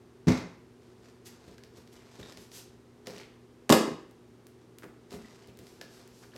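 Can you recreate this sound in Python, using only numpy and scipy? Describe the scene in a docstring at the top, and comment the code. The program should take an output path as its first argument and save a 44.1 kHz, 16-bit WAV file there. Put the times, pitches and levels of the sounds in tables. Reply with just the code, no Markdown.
"""A bedroom: a part-filled plastic drink bottle thuds onto a padded chair and later knocks on a wooden floor.
Force pulses ring the modes of seat and boards; noise bursts make slaps, cracks, a splash, taps, ticks and
footfalls. Shaped noise makes sliding feet and, broken into grains, rustling clothes. Short gliding sines make
the drink slosh; resonant bursts make low bumps. A ceiling fan is steady filtered noise with wavering sine hum."""
import sys
import numpy as np
from scipy import signal
from scipy.fft import rfft, irfft
from scipy.io import wavfile

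SR = 44100
rng = np.random.default_rng(int(sys.argv[2]) if len(sys.argv) > 2 else 0)


def wav_out(sig):
    """Save sig, one row per channel (or a flat mono array), as 16-bit PCM at SR to the path in sys.argv[1]."""
    wavfile.write(sys.argv[1], SR, np.round(np.clip(np.atleast_2d(sig).T, -1, 1) * 32767).astype(np.int16))


N = 280913
TIME = np.arange(N) / SR

# Levels in the tables are relative: the layer's own trim, filter or room may follow.
# The bottle landing on the chair. Each row: start in seconds, thud level in dB,
# contact length in seconds, slap level in dB.
SEAT_BLOWS = [(0.2702, -12, 0.0028, -33.5), (0.2771, -13.5, 0.0023, -30), (0.2826, -7, 0.0028, -21),
              (0.2939, -36, 0.0015, -35), (0.303, -20.5, 0.0013, -55), (.317, -45, 0.00098, -29.5),
              (0.339, -52, 0.0035, -41), (.374, -54, .002, -34.5)]
# Padded seat with the bottle on it. Each row: mode in Hz, level in dB, 60 dB decay in seconds.
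SEAT_MODES = [(85.3, -18, 0.25), (112.6, -8, 0.13), (174.4, 2, 0.029), (253.4, -7, 0.25),
              (326.8, -11.5, 0.24), (418.4, -4, 0.12), (480, -23, .2)]
# The weight of the bottle meeting the floor. Each row: start in seconds, knock level in dB,
# contact length in seconds, board clatter level in dB.
FLOOR_BLOWS = [(3.693, -38.5, 0.0007, -24.5), (3.6987, -19, 0.0018, -12.5), (3.7063, -2, 0.0032, -40),
               (3.727, -13, .0006, -18.5), (3.742, -21.5, 0.00074, -21), (3.764, -22, 0.0035, -28),
               (3.878, -26, 0.0023, -39.5), (3.915, -20.5, 0.0042, -46.5)]
# Floorboards with the bottle on them. Each row: mode in Hz, level in dB, 60 dB decay in seconds.
FLOOR_MODES = [(87.3, -11, 0.12), (124, -22, 0.14), (166, -11, 0.1), (242.4, -5.5, 0.13), (307, -3, .14),
               (331.6, -3.5, 0.16), (378, -6.5, 0.16), (416, -9, 0.11), (511, -9, 0.23), (542, -6, 0.22),
               (567, -3, 0.174), (666, -10, 0.045), (782, -9.5, 0.22), (886, -14.5, 0.06),
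               (1020, -14, 0.055), (1100, -20.5, 0.27), (1246, -11, 0.24), (1675, -6, 0.2)]
# The thin shell snapping, then a short splash of the drink at 3.733. Each row: start in seconds,
# level in dB, 60 dB decay in seconds.
SNAPS_AND_SPLASH = [(3.6938, -17, 0.013), (3.7003, -23.5, 0.012), (3.7034, -6, 0.0032),
                    (3.7232, -13, 0.021), (3.7256, -13, 0.011), (3.733, -31, 0.079)]
# Ring of the dented wall facing the microphone. Each row: pitch in Hz, level in dB, width in Hz.
SHELL_RING = [(3250, 7.5, 760), (4840, 2.5, 500)]
# Fingers tapping the bottle. Each row: start in seconds, level in dB.
FINGER_TAPS = [(1.581, -47), (1.636, -43.5), (1.8745, -50), (2.214, -48), (2.323, -42), (2.3722, -40),
               (2.516, -43.5), (3.0705, -32), (3.181, -41), (5.107, -45), (5.117, -52), (5.668, -46),
               (5.8125, -34), (6.362, -41)]
# Small dry ticks close by. Each row: start in seconds, level in dB.
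DRY_TICKS = [(4.111, -50.5), (4.468, -42), (4.785, -37), (5.473, -47.5), (5.5722, -46), (5.589, -40.5),
             (6.076, -45)]
# Creaking boards. Each row: start in seconds, level in dB, 60 dB decay of one slip in seconds.
BOARD_CREAKS = [(4.822, -44, .03), (6.226, -47, 0.011)]
# The three quick slips of a creak, the middle one strongest: level of each in dB against its creak.
SLIP_LEVELS = (-6.5, 0.5, -1.5)
# Bare feet taking weight. Each row: start in seconds, level in dB.
FOOTFALLS = [(1.475, -48), (1.78, -52.5), (2.19, -44), (2.37, -51), (5.135, -44.5), (5.48, -50.5),
             (5.592, -49)]
# A sole or smooth fabric sliding. Each row: fastest moment in seconds, level in dB, length in seconds.
SLIDE_STROKES = [(1.268, -50.5, .032), (1.775, -63, 0.028), (1.93, -61, 0.023), (2.415, -60.5, .08),
                 (2.56, -49.5, 0.087), (5.135, -60, 0.07), (5.68, -65.5, 0.18), (5.94, -63, 0.12),
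                 (6.19, -65, 0.2)]
# Strides and arm swings in the clothes. Each row: fastest moment in seconds, level in dB, length in seconds.
CLOTH_STROKES = [(.87, -66, .14), (1.06, -63.5, 0.15), (1.33, -62, 0.14), (1.47, -59, 0.17),
                 (1.78, -57.5, 0.092), (1.98, -58, 0.15), (2.22, -54.5, 0.37), (3.09, -47, 0.065),
                 (3.18, -53, 0.12), (4.62, -58.5, 0.019), (5.13, -50.5, 0.061), (5.26, -59, 0.39),
                 (5.66, -66, 0.23), (5.93, -60.5, 0.41), (6.235, -57, 0.032), (6.365, -54, 0.049)]
# Low bumps: drink in the bottle, and a footstep at 4.836. Each row: start in seconds, level in dB,
# 60 dB decay in seconds, pitch of the resonance in Hz.
LOW_BUMPS = [(2.21, -62, 0.18, 405), (3.072, -39, 0.047, 505), (3.13, -44.5, 0.04, 455),
             (4.836, -41.5, 0.033, 342), (5.12, -41.5, 0.046, 395), (5.137, -42.5, 0.063, 234),
             (5.814, -44, 0.021, 567), (6.35, -47.5, 0.1, 560)]
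# Jolts that set the drink sloshing. Each row: start in seconds, level in dB.
SLOSH_JOLTS = [(1.96, -63), (2.2, -55), (2.52, -72), (3.15, -54.5), (5.22, -68), (5.41, -62.5), (5.92, -67),
               (6.31, -58)]
# Short gliding rings: bubbles, and a ring under the tap at 5.813. Each row: start in seconds,
# starting pitch in Hz, level in dB.
GLIDING_RINGS = [(1.583, 1600, -50.5), (1.977, 3020, -54.5), (2.231, 3680, -37), (2.323, 1780, -47),
                 (5.247, 1930, -46), (5.444, 3000, -55), (5.813, 1685, -38.5)]
# Fan motor hum and a thin whine. Each row: pitch in Hz, rms level in dB, width in Hz.
FAN_HUM = [(119, -64.5, 0.27), (242.5, -63.5, 1.26), (344, -73.5, 2.9), (371.5, -66, 8), (8660, -89.5, 54)]

# Tone colours of each layer. Each row: frequency in Hz, relative level in dB per Hz.
SLAP_COLOUR = [(100, 0), (400, 9), (700, -1.5), (1000, 1.5), (1500, -5), (2100, -0.5), (3000, -12.5),
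               (3600, -8), (6300, -11), (9000, -23), (16000, -34.5)]
CLATTER_COLOUR = [(60, -63), (200, -4.5), (350, 2.5), (560, -2), (750, -7.5), (1150, -3), (1400, -21.5),
                  (1700, -11), (2300, -25.5), (6000, -24.5), (16000, -40)]
SNAP_COLOUR = [(150, -18), (900, -0.5), (1700, 1.5), (2400, -2.5), (2850, 2), (3150, -2), (3600, 1),
               (4100, -3), (4900, 1.5), (5700, -4.5), (7200, -1.5), (10000, -10), (12500, -8.5),
               (16000, -28)]
TAP_COLOUR = [(150, -24), (700, 3.5), (1300, -17.5), (1900, 2.5), (2600, -2), (5200, 1), (8000, -11),
              (12000, -14), (16000, -22.5)]
TICK_COLOUR = [(300, -28), (1500, 2.5), (5000, 1.5), (12000, -1), (16000, -5)]
CREAK_COLOUR = [(300, -33), (900, -14.5), (1600, -6.5), (2300, -14.5), (3200, -22), (8000, -30),
                (16000, -38)]
STEP_COLOUR = [(25, -22), (50, -4), (80, 3.5), (220, 2), (450, 0), (1000, -21.5), (4000, -20.5),
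               (16000, -40)]
BUMP_COLOUR = [(50, -40), (140, -2), (230, -2), (310, -2), (470, 0), (700, -10.5), (1200, -15), (3000, -32),
               (8000, -33.5)]
SLIDE_COLOUR = [(200, -0.5), (1200, -3.5), (2500, 0), (6000, 5), (9000, -1.5), (13000, -3.5), (16000, -19)]
CLOTH_COLOUR = [(100, -6.5), (500, 9.5), (1300, 5), (2500, 0), (5000, 2), (8000, -4.5), (10000, -13),
                (13000, -13.5), (16000, -36.5)]
AIR_COLOUR = [(25, -20), (60, -8.5), (110, -8.5), (200, -9), (290, -8.5), (400, -2.5), (560, -17),
              (1000, -20.5), (2500, -29), (6000, -34), (9000, -39.5), (13000, -43.5), (16000, -53)]

# How long the bedroom rings. Each row: frequency in Hz, 60 dB decay in seconds.
ROOM_DECAY = [(60, .36), (250, .52), (600, .47), (2000, .52), (5000, .47), (8000, .38), (16000, .23)]
# Tone of the room tail. Each row: frequency in Hz, relative level in dB.
ROOM_TONE = [(60, 0), (250, 2), (600, 0), (2000, -1.5), (6000, -3), (16000, -1.5)]


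def from_db(db):
    """Decibels to gain."""
    return 10 ** (np.asarray(db) / 20)


def rms_one(x):
    """Scale to unit rms."""
    return x / np.sqrt(np.mean(x ** 2) + 1e-20)


def at_hz(points, hz):
    """Read a table on a log-frequency axis."""
    f, value = np.transpose(points)
    return np.interp(np.log(np.maximum(hz, 1)), np.log(f), value)


def colour(x, spectrum, size=4096):
    """Causal, minimum-phase filter of unit energy with the given spectrum."""
    hz = np.fft.rfftfreq(size, 1 / SR)
    cepstrum = irfft(np.log(from_db(at_hz(spectrum, hz))))
    # Folding the cepstrum forward gives minimum phase.
    cepstrum[1:size // 2] *= 2
    cepstrum[size // 2 + 1:] = 0
    response = irfft(np.exp(rfft(cepstrum)))
    return signal.fftconvolve(x, response / np.linalg.norm(response))[:N]


def resonate(x, hz, width_hz):
    """One resonance, gain 1 at its top."""
    return signal.lfilter(*signal.iirpeak(hz, hz / width_hz, fs=SR), x + 1e-18)


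def add(out, s, sound):
    """Mix a sound in at time s."""
    start = round(s * SR)
    out[start:start + len(sound)] += sound[:N - start]


def alike(rows, t60):
    """Give contacts of one kind their shared decay time."""
    return [(s, db, t60) for s, db in rows]


def bursts(rows, rise_s=0.00036, count=3):
    """Each contact is a rush of noise, even in spectrum, that swells and dies away."""
    out, t = np.zeros(N), TIME[:SR // 4]
    for s, db, t60 in rows:
        envelope = from_db(db - 60 * t / t60) * (1 - np.exp(-t / rise_s))
        rush = envelope * rng.standard_normal(len(t))
        window = np.sqrt(np.minimum(4 * envelope / envelope.max(), 1))
        # Alternately flatten the spectrum and confine the rush in time.
        for _ in range(count):
            flat = irfft(np.exp(1j * np.angle(rfft(rush))), len(t))
            rush = flat * window
        add(out, s, rush * np.linalg.norm(envelope) / np.linalg.norm(rush))
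    return out


def strike(blows, modes, lowest_hz):
    """Half-sine force pulses ring the modes; a longer contact is duller, and deep bass hardly radiates."""
    force, out = np.zeros(N), np.zeros(N)
    for s, db, contact, _ in blows:
        push = np.sin(np.pi * np.minimum(TIME[:SR // 20] / contact, 1))
        add(force, s, from_db(db) * push / push.sum())
    for hz, db, t60 in modes:
        radius = from_db(-60 / (t60 * SR))
        angle = 2 * np.pi * hz / SR
        zeros = [1, -radius * np.cos(angle)]
        poles = [1, -2 * radius * np.cos(angle), radius ** 2]
        out += from_db(db) * signal.lfilter(zeros, poles, force + 1e-18)
    radiation = signal.butter(4, [lowest_hz, 2500], "band", fs=SR, output="sos")
    return signal.sosfilt(radiation, out)


def strokes(rows, rise_share):
    """Loudness of rubbing: each stroke speeds up and slows down in a lopsided bell."""
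    power = np.zeros(N)
    for s, db, length in rows:
        width = length * np.where(TIME < s, rise_share, 1 - rise_share)
        power += from_db(db) ** 2 * np.exp(-2 * np.minimum(((TIME - s) / width) ** 2, 20))
    return np.sqrt(power)


def room_tail(build_s=0.0044, count=12):
    """Wall echoes thicken within milliseconds, then die away, the highest treble fastest."""
    t = TIME[:SR]
    hz, noise = np.fft.rfftfreq(SR, 1 / SR), rfft(rng.standard_normal(SR))
    centres = np.geomspace(60, 16000, count)
    tail = np.zeros(SR)
    # Each row of the identity picks one overlapping band.
    for centre, pick in zip(centres, np.eye(count)):
        band = irfft(noise * at_hz(np.c_[centres, pick], hz), SR)
        fade = from_db(-60 * t / at_hz(ROOM_DECAY, centre)) * (1 - np.exp(-(t / build_s) ** 2))
        tail += band * fade / np.linalg.norm(fade) * from_db(at_hz(ROOM_TONE, centre))
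    return tail


def in_room(x, tail, wet_db):
    """Direct sound plus the room's answer."""
    return x + from_db(wet_db) * signal.fftconvolve(x, tail)[:N]


def snaps(rows, tail, wet_db):
    """The direct snap is a noise burst; the room tail is fed one click of matching energy."""
    clicks = np.zeros(N)
    for s, db, t60 in rows:
        # A longer snap carries more energy, so its click is stronger.
        add(clicks, s, from_db([db]) * np.sqrt(t60 * SR / np.log(10 ** 6)))
    return bursts(rows) + from_db(wet_db) * signal.fftconvolve(clicks, tail)[:N]


def fan(air_db=-58):
    """Steady moving air is filtered noise; the motor's hum is sines whose phase wanders."""
    out = from_db(air_db) * colour(rng.standard_normal(N), AIR_COLOUR)
    for hz, db, width in FAN_HUM:
        wander = np.cumsum(rng.standard_normal(N)) * np.sqrt(2 * np.pi * width / SR)
        out += from_db(db) * np.sqrt(2) * np.sin(2 * np.pi * hz * TIME + wander)
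    return out


def chair_landing(tail, slap_t60=0.041, crinkle_db=2.5):
    """The cushion thuds while the bottle slaps its cover and its plastic crinkles."""
    # The crinkle is a random level held for 40 samples at a time.
    levels = np.repeat(rng.standard_normal(N // 40 + 1), 40)[:N]
    crinkle = rms_one(from_db(crinkle_db * levels))
    slap_rows = [(s, db, slap_t60) for s, _, _, db in SEAT_BLOWS]
    slaps = colour(crinkle * bursts(slap_rows, rise_s=0.00049), SLAP_COLOUR)
    thud = strike(SEAT_BLOWS, SEAT_MODES, lowest_hz=96)
    return in_room(thud, tail, wet_db=-13.5) + in_room(slaps, tail, wet_db=3)


def rustle(tail, grains_per_s=2200, spread_db=1.0, clump_db=3, level_db=-3, count=500):
    """Cloth rubs in fine grains of uneven size that come in clumps as folds catch."""
    motion = from_db(level_db) * strokes(CLOTH_STROKES, rise_share=0.45)
    clump_times = np.linspace(0, TIME[-1], count)
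    clumps = from_db(clump_db * np.interp(TIME, clump_times, rng.standard_normal(count)))
    sizes = from_db(spread_db * np.minimum(rng.exponential(1, N), 4)) * rng.standard_normal(N)
    hits = rng.random(N) < grains_per_s / SR
    grains = rms_one(clumps * sizes * hits)
    return in_room(colour(motion * grains, CLOTH_COLOUR), tail, wet_db=-2.0)


def feet(tail, step_db=7, creak_db=1, step_t60=0.07, slip_gap_s=0.009):
    """Soft footfalls, boards creaking in quick slips, and the hiss of sliding soles and fabric."""
    slide = strokes(SLIDE_STROKES, rise_share=0.39) * rng.standard_normal(N)
    slides = colour(slide, SLIDE_COLOUR)
    steps = colour(bursts(alike(FOOTFALLS, step_t60), rise_s=0.0035), STEP_COLOUR)
    slips = []
    for s, db, t60 in BOARD_CREAKS:
        for k, slip_db in enumerate(SLIP_LEVELS):
            slips.append((s + k * slip_gap_s, db + slip_db, t60))
    creaks = colour(bursts(slips, rise_s=0.00057), CREAK_COLOUR)
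    soles = in_room(from_db(step_db) * steps + slides, tail, wet_db=-0.5)
    return soles + in_room(from_db(creak_db) * creaks, tail, wet_db=-2.5)


def handling(tail, tap_t60=0.014, tick_t60=0.0072):
    """Fingers tap the shell, low bumps sound, and something ticks nearby."""
    taps = colour(snaps(alike(FINGER_TAPS, tap_t60), tail, wet_db=-2.5), TAP_COLOUR)
    ticks = colour(snaps(alike(DRY_TICKS, tick_t60), tail, wet_db=-6.5), TICK_COLOUR)
    return taps + ticks + in_room(low_bumps(), tail, wet_db=2.5)


def slosh(tail, low_hz=1600, high_hz=6000, fizz_cycles=18, count=600):
    """Many small bubbles ring in the moving drink, and a few single rings stand out."""
    fizz = np.zeros(N)
    for when, size, weakness in rng.random((count, 3)):
        hz = low_hz * (high_hz / low_hz) ** size
        add(fizz, when * TIME[-1], from_db(-18 * weakness) * gliding_ring(hz, fizz_cycles))
    out = rms_one(fizz) * surges()
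    for s, hz, db in GLIDING_RINGS:
        add(out, s, from_db(db) * gliding_ring(hz))
    return in_room(out, tail, wet_db=1.0)


def gliding_ring(hz, cycles=40, glide=2.8):
    """A brief ring rising in pitch, as of a bubble; it falls 60 dB over the given cycles of its first pitch."""
    t = TIME[:SR // 25]
    return np.sin(2 * np.pi * hz * t * (1 + glide * t)) * from_db(-60 * t * hz / cycles)


def surges(rise_s=0.025, t60=0.5):
    """Agitation of the drink: it builds after each jolt and settles again."""
    out, t = np.zeros(N), TIME[:SR]
    for s, db in SLOSH_JOLTS:
        add(out, s, from_db(db - 60 * t / t60) * (1 - np.exp(-t / rise_s)))
    return out


def low_bumps(ring_width_hz=57, ring_db=3):
    """Each bump, of the drink or a foot, is a noise burst that also rings a resonance at its own pitch."""
    out = np.zeros(N)
    for s, db, t60, hz in LOW_BUMPS:
        bump = bursts([(s, db, t60)])
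        out += bump + from_db(ring_db) * resonate(bump, hz, ring_width_hz)
    return colour(out, BUMP_COLOUR)


def floor_landing(tail, clatter_t60=0.031, snap_db=0.5, clatter_db=3.0):
    """The shell snaps, the weight of the drink knocks the boards, the boards clatter and the drink splashes."""
    clatter_rows = [(s, db, clatter_t60) for s, _, _, db in FLOOR_BLOWS]
    clatter = colour(bursts(clatter_rows, rise_s=0.00048), CLATTER_COLOUR)
    knock = in_room(strike(FLOOR_BLOWS, FLOOR_MODES, lowest_hz=137.0), tail, wet_db=-11.5)
    boards = in_room(from_db(clatter_db) * clatter, tail, wet_db=3.0)
    return knock + from_db(snap_db) * snaps_and_splash(tail) + boards


def snaps_and_splash(tail):
    """The thin shell snaps and its dented wall rings; a longer burst is the splash, through the same ring."""
    burst = bursts(SNAPS_AND_SPLASH)
    ring = sum(from_db(db) * resonate(burst, hz, width) for hz, db, width in SHELL_RING)
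    return ring + colour(snaps(SNAPS_AND_SPLASH, tail, wet_db=-1.5), SNAP_COLOUR)


def scene():
    """The bottle, feet and clothes share one room; the fan is added without a tail."""
    tail = room_tail()
    sources = (chair_landing, rustle, feet, handling, slosh, floor_landing)
    return (fan() + sum(source(tail) for source in sources))[None]


def record(dry):
    """The phone microphone drops the deep bass below 38 Hz and cuts the top above 16.2 kHz."""
    thin = signal.sosfilt(signal.butter(3, 38, "high", fs=SR, output="sos"), dry)
    return signal.sosfilt(signal.ellip(12, .1, 80, 16200, fs=SR, output="sos"), thin)


dry = scene()
out = record(dry)
wav_out(out)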